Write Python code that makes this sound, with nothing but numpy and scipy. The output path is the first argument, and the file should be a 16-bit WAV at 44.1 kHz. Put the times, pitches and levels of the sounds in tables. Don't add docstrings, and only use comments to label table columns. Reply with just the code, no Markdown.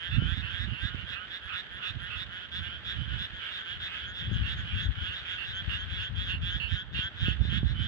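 import sys
import numpy as np
from scipy import signal
from scipy.fft import rfft, irfft, next_fast_len
from scipy.io import wavfile
from scipy.ndimage import uniform_filter1d

SR = 44100
rng = np.random.default_rng(int(sys.argv[2]) if len(sys.argv) > 2 else 0)


def generate_wav(signal):
    frames = np.transpose(np.atleast_2d(signal))
    scaled = np.clip(frames, -1, 1) * 32767
    pcm = np.round(scaled).astype(np.int16)
    wavfile.write(sys.argv[1], SR, pcm)


N = 347067


def undb(db):
    return 10 ** (np.asarray(db) / 20)


def unit(x):
    return x / np.sqrt(np.mean(x ** 2) + 1e-20)


def sides(pan_db):
    return undb(np.array([[pan_db], [-pan_db]]) / 2)


def colour(x, points):
    hz, db = np.transpose(points)
    size = next_fast_len(x.shape[-1])
    f = np.maximum(np.arange(size // 2 + 1) * SR / size, 1)
    gain = undb(np.interp(np.log(f), np.log(hz), db))
    return irfft(rfft(x, size) * gain, size)[..., :x.shape[-1]]


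def below(x, hz):
    return signal.sosfiltfilt(signal.butter(2, hz, fs=SR, output="sos"), x)


def walk(rate):
    k = int(SR / rate)
    steps = np.repeat(rng.standard_normal(N // k + 1), k)
    return unit(uniform_filter1d(uniform_filter1d(steps, k), k)[:N])


def add(track, sound, start_s):
    i = int(start_s * SR)
    a, b = max(i, 0), min(i + sound.shape[-1], track.shape[-1])
    if b > a:
        track[..., a:b] += sound[..., a - i:b - i]


def ports(x, lag_ms):
    return np.array([x, np.roll(x, round(lag_ms * SR / 1000))])


def scatter(x, t60_s, size):
    t = np.arange(size) / SR
    envelope = np.exp(-np.log(1000) * t / t60_s) * (1 - np.exp(-t / 0.0016))
    tail = unit(rng.standard_normal((2, size)) * envelope) / np.sqrt(size)
    return signal.fftconvolve(x, tail, axes=1)[:, :x.shape[1]]


def ring(age, ring_s):
    return (age / ring_s) ** 2 * np.exp(-age / ring_s) / np.sqrt(ring_s * 3 / 4)


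def far_chorus():
    # frequency in Hz, relative spectral level in dB.
    spectrum = [(30, -11), (70, -6.5), (150, -3.5), (300, -6), (600, -8.5), (1050, -11), (1600, 4),
                (2300, -7.5), (3350, 2), (4200, -17), (5500, -30.5), (8000, -40), (11000, -69.5),
                (14000, -51)]
    # time in seconds, gain of the wash in dB.
    swell = [(0, 0.5), (2.999, 3), (5.899, 3.5), (6.9, -4), (7.87, 1.5)]
    common, apart = rng.standard_normal(N), rng.standard_normal((2, N))
    air = below(unit(colour(common + 0.33 * apart, spectrum)), 1300)
    wash = unit(colour(.5 * ports(common, lag_ms=0.13) + apart, spectrum))
    flutter = undb(2 * walk(11) + 2 * walk(350))
    drift = undb(np.interp(np.arange(N) / SR, *np.transpose(swell)))
    chorus = (wash - below(wash, 1100)) * flutter * drift
    return undb(-48.5) * (air * sides(0.79) + chorus * sides(-4))


def gusts():
    # start in seconds, hold in seconds, left level in dB, right level in dB.
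    gust_events = [(0.103, 0.041, -34, -51), (0.176, 0.058, -49, -19), (.3, 0.22, -67, -29),
                   (0.653, 0.07, -66, -27), (.84, 0.25, -63, -36), (1.72, 0.081, -63, -43),
                   (1.934, 0.026, -62, -31.5), (2.189, 0.031, -68, -35.5), (2.538, 0.076, -50, -36.5),
                   (2.684, 0.27, -44, -45.5), (2.99, .18, -59, -29.5), (3.77, 0.038, -38, -55),
                   (4.05, 0.034, -38.5, -43.5), (4.282, 0.14, -27, -35), (4.508, 0.14, -36.5, -31),
                   (4.729, 0.18, -28.5, -40), (5.033, 0.047, -35, -46), (5.358, 0.24, -47.5, -48),
                   (5.64, 0.034, -29, -54), (5.817, 0.16, -34.5, -51), (6.1, 0.13, -32.5, -50),
                   (6.289, 0.18, -34, -34), (6.525, .15, -47, -36), (6.726, 0.025, -53, -30),
                   (6.958, 0.031, -30, -51), (7.245, 0.039, -32, -23.5), (7.406, 0.15, -38, -24.5),
                   (7.633, 0.28, -39, -26)]
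    rise_s, fall_s, calm_db = 0.033, 0.074, [[-61.5], [-51.5]]
    t = np.arange(N) / SR
    power = undb(calm_db) ** 2
    for start, hold, left_db, right_db in gust_events:
        shape = np.exp(-np.maximum(start - t, 0) / rise_s - np.maximum(t - start - hold, 0) / fall_s)
        power = power + (undb([[left_db], [right_db]]) * shape) ** 2
    return np.sqrt(power)


def breeze():
    # frequency in Hz, relative spectral level in dB.
    rumble = [(20, -44), (32, -36), (42, -9), (54, 6.5), (85, 5.5), (115, 2.1), (160, -5.5), (240, -14.5),
              (320, -22.5), (450, -43), (900, -58.5), (2000, -90)]
    # start in seconds, peak before panning in dB, left minus right in dB.
    buffets = [(0.222, -28, -25), (0.684, -41, -23), (0.945, -36.5, -27), (1.913, -42, -12),
               (4.315, -29, 15), (4.859, -41, 16), (6.99, -31.5, 14), (7.283, -21.5, -17),
               (7.414, -29, -18), (7.452, -29.5, -16.5), (7.527, -32.5, -23), (7.631, -21.5, -10)]
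    eddies = rng.standard_normal((2, N)) * undb(4.8 * np.array([walk(70), walk(70)]))
    out = unit(colour(eddies, rumble)) * gusts()
    push = ring(np.arange(SR // 8) / SR, 0.0011)
    thump = signal.sosfilt(signal.butter(4, 55, "high", fs=SR, output="sos"), push)
    thump /= np.max(np.abs(thump))
    for start, peak_db, pan_db in buffets:
        add(out, undb(peak_db) * thump * sides(pan_db), start)
    return out


def port_shading(x):
    # frequency in Hz, left gain in dB, right gain in dB, right phase lag in radians.
    port_response = [(1100, -6.5, -0.5, -.3), (1670, -4, -2.5, -0.86), (1990, -3, 3.5, -0.73),
                     (2490, -7, 0.5, -0.7), (2920, 0, 0, 0.32), (3730, -1, -0.5, 0.22),
                     (4700, 4.5, -1.5, .1), (6500, 4.5, -5.5, -.9), (8040, -2.5, 1.5, -0.83),
                     (10500, -3.5, 4, -1.1)]
    size = next_fast_len(N + SR // 10)
    f = np.maximum(np.arange(size // 2 + 1) * SR / size, 1)
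    hz, *columns = np.transpose(port_response)
    left_db, right_db, lag = (np.interp(np.log(f), np.log(hz), c) for c in columns)
    response = np.array([undb(left_db), undb(right_db) * np.exp(-1j * lag)])
    return irfft(rfft(x, size) * response, size)[:, :N]


def croak(length, hz, modes, air, pressure, pulse_hz, quicken, glide, jitter, pulses=32):
    t = np.arange(int(1.25 * length * SR)) / SR
    period_noise, level_noise, pitch_noise = rng.standard_normal((pulses, 3)).T
    rate = pulse_hz * (1 + .02 * rng.standard_normal())
    speedup = 1 + quicken * (np.arange(pulses) / (rate * length) - .5)
    periods = (1 + jitter * period_noise) / (rate * speedup)
    onsets = np.cumsum(periods) - periods[0] * rng.uniform(0.5038, 1)
    progress = onsets / length - .1
    strength = np.interp(progress, *np.transpose(pressure)) * undb(0.22 * level_noise) / np.sqrt(rate)
    pitch = hz * (1 + glide * (np.clip(progress, 0, 1) - .6) + 0.0025 * pitch_noise)
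    pulse = np.maximum(np.searchsorted(onsets, t) - 1, 0)
    age = np.maximum(t - onsets[pulse], 0)
    shut = np.minimum(onsets[np.minimum(pulse + 1, pulses - 1)], t[-1])
    closing = np.clip((shut - t) / 0.00056, 0, 1)
    turns = pitch[pulse] * (age - 10.6 * (age - .0013) ** 2)
    out = ring(age, .00065) * air[:len(t)]
    climax = np.exp(-((progress[pulse] - .48) / 0.3) ** 2)
    for k, (multiple, ring_ms, db) in enumerate(modes):
        tone = np.sqrt(2) * np.sin(2 * np.pi * (multiple * turns + rng.random()))
        out += undb(db) * ring(age, ring_ms / 1000) * tone * (climax if k == len(modes) - 1 else 1)
    return out * strength[pulse] * np.sin(np.pi / 2 * closing) ** 2


def bouts(table, length_s, uneven_db=0.96):
    croaks = []
    for start, end, beat, hz, db, swell_db, *tone in table:
        times = np.arange(start, end, beat)
        for k, time in enumerate(times):
            level_db = db + swell_db * (k - (len(times) - 1) / 2) + uneven_db * rng.standard_normal()
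            croaks.append((time, length_s, hz, level_db, *tone))
    return croaks


def frog(croaks, modes, rasp_db, banks_db, lag_ms, **voice):
    # frequency in Hz, relative spectral level in dB.
    rasp = [(600, -32), (1200, -6), (1600, -2), (2300, 0), (3500, -1), (4200, -10), (5500, -19),
            (8500, -29), (10000, -46), (14000, -66)]
    out = np.zeros((2, N))
    air = undb(rasp_db) * unit(colour(rng.standard_normal(N), rasp))
    for start, length, hz, db, fundamental_db, pan_db, *overtone_db in croaks:
        throat = np.array(modes)
        throat[0, 2] += fundamental_db
        throat[-1, 2] += sum(overtone_db)
        call = croak(length, hz, throat, air[rng.integers(N // 2):], **voice)
        call = ports(np.pad(call, (0, SR // 50)), lag_ms)
        call = call + undb(banks_db) * scatter(call, t60_s=0.02, size=1500)
        low = below(below(call, 2400), 2400)
        heard = low * sides(.6 * pan_db - 4) + (call - low) * sides(pan_db)
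        add(out, undb(db) * heard, start - length / 10)
    return out


def near_frogs():
    # multiple of the main resonance, time constant in ms, gain in dB. The first row is the mode
    high_modes = [(0.469, 0.67, 0), (0.799, 0.39, -10.5), (0.996, 0.81, 0), (1.48, 0.66, -30.5),
                  (1.9, 0.49, -41), (2.251, 0.4, -55), (2.972, 1, -62)]
    low_modes = [(0.581, 0.47, 2.5), (0.43, 1, -22), (1.001, 0.78, 1), (1.199, 0.99, -17.5),
                 (1.58, 0.79, -24), (2.201, 0.24, -48.5), (2.85, 0.36, -45.5)]
    mellow_modes = [(0.492, 1, 6), (0.819, 0.4, -7), (0.997, 0.64, 3), (1.5, 0.18, -28), (2, 0.42, -49.5)]
    hoarse_modes = [(.52, 0.84, 1), (0.76, 1, -13), (1.045, 0.29, 3.5), (1.3, 0.26, -24), (3, .15, -36.5)]
    ringing_modes = [(0.487, 0.77, 0.5), (0.821, 0.48, -11), (0.998, 0.84, 4), (1.5, 0.31, -33.5),
                     (2.599, 0.75, -60), (1.979, 0.55, -32.5)]
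    bright_modes = [(0.492, 0.63, 5), (.82, 0.35, -5.5), (0.998, 0.69, 1), (1.55, 0.63, -35),
                    (1.998, 0.38, -35), (2.499, .25, -48), (3.13, 0.46, -43.5)]
    high_bouts = [(.086, .93, 0.24, 3610, -40.5, 1, -0.5, -6, 11),
                  (1.064, 1.65, 0.23, 3630, -40.5, 1, -4, -7, 6),
                  (1.823, 2.25, 0.33, 3614, -37.5, 0, -7.5, -6, 10),
                  (2.512, 3.3, 0.33, 3580, -35.5, -0.9, -7, -4, 0),
                  (3.499, 3.9, .296, 3605, -37.5, -0.5, -8, -1, -5),
                  (4.133, 4.9, 0.32, 3583, -38, -0.3, -6.5, -3, -3),
                  (5.116, 5.55, .324, 3615, -40, 0.5, -6, 0.5, 3),
                  (5.692, 6.55, 0.27, 3500, -39, -0.5, -4, -0.5, -2),
                  (6.683, 7.8, 0.24, 3670, -42.5, -0.5, -2, 3, 0)]
    low_bouts = [(.108, .85, 0.31, 2770, -47, -0.7, -4.5, -8, 0),
                 (1.117, 1.6, 0.37, 2700, -48, -1.5, -4, -9.5, 0),
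                 (1.821, 2.2, 0.28, 2750, -47.5, -2, -9, -10, 0.005),
                 (4.432, 5.8, .3145, 2807, -48, 0.5, -8.5, -15, 0),
                 (5.976, 6.7, .31, 2805, -42.5, 1.5, -13.5, -8, 0),
                 (6.942, 7.35, 0.31, 2837, -44, 0, -13.5, -15, 0)]
    mellow_bouts = [(.85, 1.85, 0.31, 3050, -51, .3, 1, -6.5, 0),
                    (2.048, 2.8, .314, 3200, -47, 1.68, -6.5, -5.5, 0.006),
                    (3.088, 4.1, .294, 3141, -46, 0.5, -9, -6, 0.0026),
                    (4.328, 5.05, 0.31, 3120, -45, 1.2, -8.5, -3.5, 0)]
    ringing_bouts = [(3.316, 3.93, 0.24, 3386, -48.5, 0.5, 5.5, 5.5, 6.6),
                     (4.046, 4.9, 0.25, 3360, -48.5, 0.5, 5, 1, 14),
                     (5.089, 5.4, 0.21, 3290, -46.2, 1, 1.5, 0.5, 6.4),
                     (5.524, 6.1, .237, 3297, -41, -0.7, -1, -2, 8.5),
                     (6.261, 6.6, 0.22, 3270, -42, 2, 0, 2, 6.5),
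                     (6.74, 7.35, .256, 3315, -40, 0.5, 2, 0.5, 4.5),
                     (7.53, 7.87, 0.26, 3430, -45, 4, -4, 0, 1.8)]
    bright_bouts = [(-.005, .62, 0.25, 3340, -41.5, 0, -6, -9.5, 1.5),
                    (.767, 1.16, 0.28, 3346, -44, -3.5, -7, -5, 6),
                    (1.405, 2.08, 0.29, 3370, -46.5, 1.5, -1.5, -4.5, 13),
                    (2.295, 3, 0.29, 3350, -44.5, -0.5, -3.7, -2.5, 5),
                    (3.643, 4.29, 0.27, 3340, -42.5, -1.5, -8, -4.5, -5),
                    (4.449, 4.85, 0.28, 3380, -39, 2.5, -10, -2.5, -9),
                    (4.998, 5.36, 0.25, 3360, -39, 0, -9, -3, -4),
                    (5.884, 6.52, .265, 3410, -37.5, 2, -11, -4.5, -4),
                    (6.672, 7.04, 0.27, 3320, -39.5, 1, -11, -8.5, -2),
                    (7.195, 7.6, .297, 3347, -36.5, 2.5, -9.5, -1.5, -4)]
    mellow_croaks = [(.17, 0.1, 3080, -44, -4.5, 0), (.417, 0.14, 3215, -45.5, -6.5, -4),
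                     (.666, .1, 2990, -47, -9.5, -5), (.952, 0.088, 2950, -47, -12.5, -5.5),
                     (2.632, 0.081, 2940, -47, -19, -11.5), (2.948, .11, 3060, -46, -13.5, -5.5),
                     (3.06, .1, 3300, -47, -1.5, 1), (3.422, .062, 3235, -45, -7.5, 0.5),
                     (4.273, .13, 3295, -46.5, -5.5, 1), (7.746, 0.13, 3190, -42, -12.5, -6.5)]
    hoarse_croaks = [(1.472, 0.12, 2650, -49, 2, 1), (1.815, 0.097, 2600, -57.5, 7.5, -5),
                     (2.079, 0.093, 2640, -47, 0.5, -5), (3.404, 0.13, 2700, -46.5, -7.5, -9.5),
                     (3.855, .14, 2690, -46, -4.5, -3), (4.697, 0.058, 2620, -50, -10, -13),
                     (5.244, 0.13, 2680, -49.5, -23, -8), (7.5, 0.094, 2900, -50.5, -3, -19)]
    swelling = [(-.08, 0), (.1, 0.47), (.55, 0.91), (.9, 0.75), (1.081, 0.045)]
    abrupt = [(-.03, 0.011), (.02, 1.18), (.5, 1.41), (.85, 0.71), (1.08, 0.03)]
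    high = bouts(high_bouts, length_s=.088)
    low = bouts(low_bouts, length_s=.089)
    mellow = bouts(mellow_bouts, length_s=.1) + mellow_croaks
    ringing = bouts(ringing_bouts, length_s=.088)
    bright = bouts(bright_bouts, length_s=.097)
    out = frog(high, high_modes, rasp_db=-12, banks_db=-9, lag_ms=.18,
               pressure=swelling, pulse_hz=182, quicken=.12, glide=.05, jitter=.008)
    out += frog(low, low_modes, rasp_db=-17, banks_db=-8, lag_ms=.24,
                pressure=abrupt, pulse_hz=193, quicken=.2, glide=.02, jitter=.01)
    out += frog(mellow, mellow_modes, rasp_db=-14, banks_db=-8, lag_ms=.22,
                pressure=swelling, pulse_hz=176, quicken=.1, glide=.07, jitter=.008)
    out += frog(hoarse_croaks, hoarse_modes, rasp_db=-10.5, banks_db=-5, lag_ms=.12,
                pressure=swelling, pulse_hz=171.3, quicken=.1014, glide=.1, jitter=.0499)
    out += frog(ringing, ringing_modes, rasp_db=-16, banks_db=-12, lag_ms=.21,
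                pressure=swelling, pulse_hz=184, quicken=.06, glide=.06, jitter=.008)
    out += frog(bright, bright_modes, rasp_db=-14, banks_db=-10, lag_ms=.2,
                pressure=swelling, pulse_hz=176, quicken=.1, glide=.09, jitter=.008)
    return out


def scene():
    frogs = port_shading(near_frogs())
    reverberation = undb(-12.5) * scatter(frogs, t60_s=0.12, size=22000)
    return frogs + reverberation + far_chorus() + breeze()


def record(dry):
    top_hz = 11300
    return signal.sosfilt(signal.ellip(8, .2, 70, top_hz, fs=SR, output="sos"), dry)


dry = scene()
out = record(dry)
generate_wav(out)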